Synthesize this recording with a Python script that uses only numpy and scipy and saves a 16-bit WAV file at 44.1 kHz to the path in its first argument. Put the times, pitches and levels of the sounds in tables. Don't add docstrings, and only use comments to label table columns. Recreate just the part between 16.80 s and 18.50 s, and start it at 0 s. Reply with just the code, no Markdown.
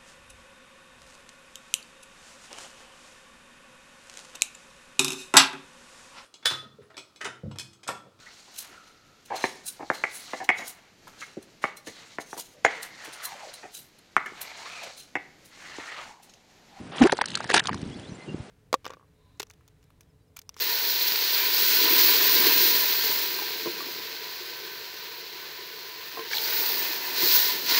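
import sys
import numpy as np
from scipy import signal
from scipy.fft import rfft, irfft
from scipy.io import wavfile
from scipy.ndimage import uniform_filter1d, minimum_filter1d

SR = 44100
rng = np.random.default_rng(int(sys.argv[2]) if len(sys.argv) > 2 else 0)


def gain_from_db(level_db):
    decades = np.asarray(level_db, float) / 20
    return 10 ** decades


def master_out(mix):
    frames = np.transpose(np.atleast_2d(mix))
    ceiling = np.clip(frames, -1, 1)
    pcm = np.round(ceiling * 32767).astype(np.int16)
    wavfile.write(sys.argv[1], SR, pcm)


N = 74970


def evened(x):
    return x / np.sqrt(np.mean(x ** 2) + 1e-20)


def along(points, column=1):
    rows = np.array(points)
    return np.interp(np.arange(N) / SR, rows[:, 0], rows[:, column])


def during(points):
    t = np.arange(N) / SR
    return gain_from_db(along(points)) * (t > points[0][0]) * (t < points[-1][0])


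def colour(x, points):
    hz = np.fft.rfftfreq(len(x), 1 / SR) + 1
    f, db = np.transpose(points)
    ends = 18 * np.log2(np.minimum(hz / f[0], 1)) - 18 * np.log2(np.maximum(hz / f[-1], 1))
    gain = gain_from_db(np.interp(np.log(hz), np.log(f), db) + ends)
    return evened(irfft(rfft(x) * gain, len(x)))


def add(mix, s, sound):
    part = mix[round(s * SR):][:len(sound)]
    part += sound[:len(part)]


def lumps(size):
    return evened(uniform_filter1d(uniform_filter1d(rng.standard_normal(N), size), size))


def gulp():
    # start_s, pitch_hz, level_db
    cavity = [
        (.202, 150, -34),
        (.212, 250, -13),
        (.219, 275, -4),
        (.23, 232, -11.5),
        (.238, 195, -17),
        (.244, 330, -9),
        (.2495, 320, -18),
        (.256, 365, -7),
        (.268, 385, -16),
    ]
    crest_s, crest_lean_rad = .2212, 0.69
    crater_hz, crater_width_hz, crater_db = 790, 120, 9
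    overtone_db, overtone_slope_db, close_s = -17, -2.2, .003
    steepen = 0.59
    t = np.arange(N) / SR
    hz, level_db = along(cavity), along(cavity, column=2)
    phase = 2 * np.pi * np.cumsum(hz * (1 + 0.063 * lumps(size=80))) / SR
    phase = phase - phase[round(crest_s * SR)]
    wave = gain_from_db(1.93 * lumps(size=60)) * np.cos(phase)
    for k in range(2, 7):
        ring_db = crater_db / (1 + ((k * hz - crater_hz) / crater_width_hz) ** 2)
        partial_db = overtone_db + overtone_slope_db * k + ring_db
        partial_db = partial_db + steepen * (level_db + 13) + 1.2 * lumps(size=100)
        wave = wave + gain_from_db(partial_db) * np.cos(k * phase + (k - 1) * crest_lean_rad)
    inside_s = np.minimum(t - cavity[0][0], cavity[-1][0] - t)
    return gain_from_db(level_db) * wave * np.clip(inside_s / close_s + 1, 0, 1)


def grains(per_s, spread_db, points):
    size = gain_from_db(spread_db * np.minimum(rng.exponential(1, N), 3.5)) * (rng.random(N) < per_s / SR)
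    kind = rng.integers(0, 30, N)
    t, out = np.arange(500) / SR, np.zeros(N)
    for k, hz in enumerate(np.linspace(18, 100, 30) ** 2):
        life_s = 0.77 / hz + 0.00043
        splat = t / life_s * np.exp(-t / life_s) * np.sin(2 * np.pi * hz * t * (1 + 15 * t))
        out += signal.oaconvolve(size * (kind == k), splat)[:N]
    level = rfft(out)
    flat = level / np.sqrt(uniform_filter1d(abs(level) ** 2, size=1500) + 1e-9)
    return colour(irfft(flat, N), points)


def splatter():
    # start_s, level_db
    tear_curve = [(.1, -82), (.12, -42), (.16, -37.5), (.21, -33.5), (.222, -21.5), (.24, -30.5),
                  (.27, -31.5), (.285, -38.5), (.3, -42)]
    first_slap_curve = [(.685, -57), (.696, -28.5), (.702, -25.5), (.708, -37), (.713, -26), (.721, -39),
                        (.728, -82)]
    slap_curve = [(.728, -41.5), (.741, -16.5), (.755, -23), (.765, -20), (.772, -24), (.782, -23),
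                  (.791, -30.5), (.799, -22.5), (.812, -52)]
    drizzle_curve = [(.27, -66), (.3, -41.5), (.45, -52.5), (.55, -43), (.68, -48), (.82, -45),
                     (.95, -51.5), (1.3, -58)]
    # freq_hz, density_db_per_hz
    tear_colour = [(300, -4.5), (900, -2.5), (2000, -6), (3500, -10.5), (10000, -20.5)]
    slap_colour = [(220, -2), (450, -11), (900, 3), (1150, -8.5), (1650, 3), (2200, -3), (3500, -1.5),
                   (10000, -14.5)]
    dull_hz, open_s, brighten_s = 4780, 0.162, 0.0098
    tear = grains(16000, 2.5, tear_colour)
    sheet = grains(9000, 3, slap_colour)
    drizzle = grains(3000, 3.2, slap_colour)
    shut = np.clip((open_s - np.arange(N) / SR) / brighten_s, 0, 1)
    dull = signal.filtfilt(*signal.butter(4, dull_hz, fs=SR), tear)
    out = during(tear_curve) * (tear + shut * (dull - tear))
    out += (during(first_slap_curve) + during(slap_curve)) * sheet
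    return out + during(drizzle_curve) * drizzle


def plop(hz):
    cycles, rise, attack_s, softness = 0.68, 0.018, 0.00042, 0.71
    t = np.arange(1200) / SR
    life_s = cycles / hz + attack_s
    swell = (t / life_s) ** softness * np.exp(-t / life_s)
    ring = np.sin(2 * np.pi * hz * t * (1 + rise * np.minimum(t * hz / 6, 1)))
    return swell / swell.max() * ring


def blobs():
    # start_s, plop_peak_db, plop_pitch_hz,
    # spray_re_plop_db
    falling_blobs = [(.121, -30.5, 706, -17), (0.237, -11, 2580, -12), (0.27, -13.5, 1360, -14),
                     (.296, -10, 1510, -59), (.3212, -11.5, 1780, -3), (0.326, -9.5, 497, -35),
                     (0.3258, -10.5, 800, -23), (.333, -15.5, 411, -10.5), (.369, -30.5, 1570, 1),
                     (0.38, -24, 4060, -21), (.389, -12, 860, -22), (0.4125, -8, 1730, -13),
                     (0.416, -8, 898, -16.5), (.44, -18, 1540, -40), (0.457, -23.5, 4240, 2.5),
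                     (0.483, -26, 3920, -5.5), (0.503, -22, 3920, -16), (0.517, -26, 2900, -13),
                     (0.553, -9, 3990, -16), (0.573, -21.5, 1310, -2), (.604, -20, 860, -12),
                     (.642, -24.5, 910, -6),
                     (.675, -39, 4500, 3), (.701, -16, 1180, -6), (.702, -17, 500, -25),
                  (.712, -17, 1750, -10), (.7175, -18, 400, -9), (.742, -5, 800, -9), (.745, -10, 1620, -9),
                  (.764, -12, 1700, -4), (.7762, -12, 1600, -6), (.795, -16, 1850, -2),
                  (.838, -35, 4340, 0), (.856, -21, 1100, -8), (.871, -15, 4380, -8),
                  (.8855, -18, 1150, -20), (.8922, -10.5, 1050, -22), (.9302, -21, 1650, -12),
                  (.9435, -22, 1050, -8), (1.015, -41, 3000, 2), (1.098, -47, 2600, 2),
                  (1.196, -42, 3000, 2)]
    # start_s, peak_db, pitch_hz
    clumps = [(.156, -31, 850), (0.183, -23, 3190), (0.2281, -16, 1570), (0.2363, -21, 1800),
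              (.2575, -29, 1900), (.274, -17.5, 1600), (0.278, -25, 900), (.296, -19, 970),
              (0.3266, -16.5, 1760), (0.344, -31, 402), (.42, -29, 520), (0.423, -32, 1980),
              (.43, -36, 1980), (.477, -31, 3920), (0.4853, -32, 2730), (.499, -35, 3060),
              (.536, -36, 2700), (0.5432, -27, 3000), (0.549, -25, 2800), (0.5528, -24, 1530),
              (0.56, -25.5, 4360), (0.5637, -35, 5240), (.5755, -30, 2500), (.606, -27, 1160),
              (0.612, -30, 1610), (.633, -38, 4040), (.648, -28, 1760), (.666, -35, 1710),
              (.693, -24.5, 1670), (0.7013, -17.5, 1850), (0.7156, -19.5, 1730), (0.7207, -21, 2570),
              (.7305, -27, 820), (0.743, -14, 4310), (0.7422, -12.5, 2740), (0.7478, -20.5, 361),
              (.75, -20.5, 710), (0.763, -26, 3360), (.766, -21, 2440), (.769, -16.5, 1440),
              (0.7734, -15, 1410), (0.7787, -15.5, 3780), (.779, -16.5, 2670), (0.78, -14.5, 1690),
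              (.758, -19, 417), (0.794, -16, 3010), (.7962, -16, 3700), (0.8028, -15.5, 1700),
              (0.805, -29, 1520), (0.85, -30, 1420), (0.8563, -23, 3600), (.8712, -21.5, 3120),
              (.876, -33, 4650), (0.8927, -27.5, 2980), (.9, -28.5, 920), (0.913, -32, 1820),
              (.926, -33.5, 1980), (0.976, -38, 3630), (0.975, -40, 1280), (1.027, -42, 2670)]
    # freq_hz, density_db_per_hz
    spray_colour = [(1500, 4), (2500, -3), (4500, 4), (10000, -5)]
    lead_s, late_s, rise_s, fall_s = .005, .0017, .0013, .0024
    plop_db, spray_trim_db, body_db = -4, -4, -14
    out, t = np.zeros(N), np.arange(1200) / SR
    spray = colour(rng.standard_normal(N), spray_colour)
    puff = np.exp(np.minimum((t - lead_s) / rise_s, (lead_s - t) / fall_s))
    for s, db, hz, spray_db in falling_blobs:
        band = signal.butter(3, [hz * .55, hz * 2.0], "band", fs=SR)
        smack = evened(signal.lfilter(*band, rng.standard_normal(len(t))))
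        mist = gain_from_db(spray_db + spray_trim_db) * spray[round(s * SR):][:len(t)]
        add(out, s, gain_from_db(db + plop_db) * plop(hz))
        add(out, s - lead_s + late_s, gain_from_db(db) * puff * (gain_from_db(body_db) * smack + mist))
    for s, db, hz in clumps:
        add(out, s, gain_from_db(db) * plop(hz))
    return out


def wind():
    # start_s, level_db
    gust_curve = [(0, -45.5), (.06, -42.5), (.12, -52), (.33, -52), (.45, -56), (.51, -45.5), (.6, -48),
                  (.85, -47), (.93, -33.5), (.97, -37.5), (1.04, -37), (1.14, -40.5), (1.25, -47),
                  (1.32, -43.5), (1.43, -53.5), (1.49, -38.5), (1.6, -41.5), (1.7, -59)]
    # freq_hz, density_db_per_hz
    gust_colour = [(25, -30), (68, -12), (156, -2), (270, -6), (400, -13.5), (700, -42.5)]
    # start_s, peak_db, pitch_hz
    knocks = [(0.012, -34, 204), (0.655, -32, 180), (0.768, -21.5, 263), (0.912, -23, 198),
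              (1.018, -33, 230), (1.029, -24, 170), (1.062, -26.5, 155), (1.158, -31, 182),
              (1.319, -26.5, 156), (1.498, -28, 277), (1.5438, -18.5, 260), (1.603, -28.5, 100)]
    lump_db = 2
    gain = gain_from_db(along(gust_curve) + lump_db * lumps(size=500))
    out = gain * colour(rng.standard_normal(N), gust_colour)
    t = np.arange(-600, 600) / SR
    for s, db, hz in knocks:
        knock = np.exp(-(t * hz / .42) ** 2) * np.cos(2 * np.pi * hz * t)
        add(out, s - 500 / SR, gain_from_db(db) * knock)
    return out


def bird():
    # start_s, length_s, start_hz, end_hz, level_db
    whistles = [(.9, .035, 4450, 4700, -53), (.935, .025, 4900, 5200, -50), (1.085, .08, 2060, 2050, -57),
                (1.105, .03, 3200, 2600, -54), (1.122, .027, 3200, 3480, -45),
                (1.148, .018, 3900, 4050, -55), (1.158, .022, 4350, 4480, -54),
                (1.2, .025, 2450, 2850, -55), (1.228, .037, 3250, 3600, -49), (1.272, .03, 3900, 4250, -50),
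                (1.295, .02, 6400, 5550, -53), (1.315, .022, 5600, 6150, -56),
                (1.34, .028, 7150, 7450, -57), (1.37, .1, 2070, 2050, -53), (1.415, .025, 4180, 4200, -58),
                (1.455, .02, 3300, 2880, -56), (1.472, .06, 2790, 2780, -48)]
    out, waver = np.zeros(N), lumps(size=120)
    for s, length_s, from_hz, to_hz, db in whistles:
        u = np.arange(0, length_s, 1 / SR) / length_s
        hz = from_hz + (to_hz - from_hz) * (u + .12 * waver[round(s * SR):][:len(u)])
        tone = np.sin(2 * np.pi * np.cumsum(hz) / SR)
        add(out, s, gain_from_db(db) * np.sin(np.pi * u) ** .5 * tone)
    return out * gain_from_db(3.4 * lumps(size=200))


def air():
    # freq_hz, density_db_per_hz
    air_colour = [(200, -8), (500, -8), (1200, -16.5), (2600, -20.5), (5700, -27.5), (10000, -32)]
    level_db = -48
    return gain_from_db(level_db + 0.51 * lumps(size=900)) * colour(rng.standard_normal(N), air_colour)


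def masked(x):
    # freq_hz, level_re_loud_db
    mask = [(2000, -56), (3500, -33), (6000, -26), (10000, -29)]
    fall_db_per_s, chance_db, band_bins = 639, 6.5, 5
    hz, t, z = signal.stft(x, SR, nperseg=256)
    power = abs(z) ** 2
    loud_db = 10 * np.log10(power[5:].sum(0) + .03 * power[1:5].sum(0) + 1e-12)
    fall_db = t * fall_db_per_s
    held_db = -minimum_filter1d(-loud_db, size=5)
    loud_db = np.maximum.accumulate(held_db + fall_db) - fall_db
    band = np.arange(len(hz)) // band_bins
    band_power = np.add.reduceat(power, np.arange(0, len(hz), band_bins))
    band_db = 10 * np.log10(band_power[band] + 1e-12)
    draws = rng.standard_normal((len(t) // 2 + 1, band[-1] + 1))
    chance = np.repeat(draws, 2, 0)[:len(t)].T[band]
    f, db = np.transpose(mask)
    floor_db = np.interp(np.log(hz + 1), np.log(f), db, left=-200)[:, None]
    over_db = band_db - loud_db - floor_db + chance_db * chance
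    passed = z / (1 + np.exp(-np.clip(over_db, -9, 9)))
    return signal.istft(passed, SR, nperseg=256)[1][:N]


def scene():
    return (gulp() + splatter() + blobs() + wind() + bird() + air())[None]


def band_limit(x):
    return signal.sosfilt(signal.butter(12, 10770, fs=SR, output="sos"), x)


def record(dry):
    thin = signal.lfilter(*signal.butter(2, 40, "high", fs=SR), dry[0])
    held = np.clip(thin, -.7, .7)
    edge = signal.firwin(401, 10150, window=("kaiser", 7), fs=SR)
    mix = signal.oaconvolve(masked(held)[None], edge[None], "same")
    return band_limit(mix)


dry = scene()
out = record(dry)
master_out(out)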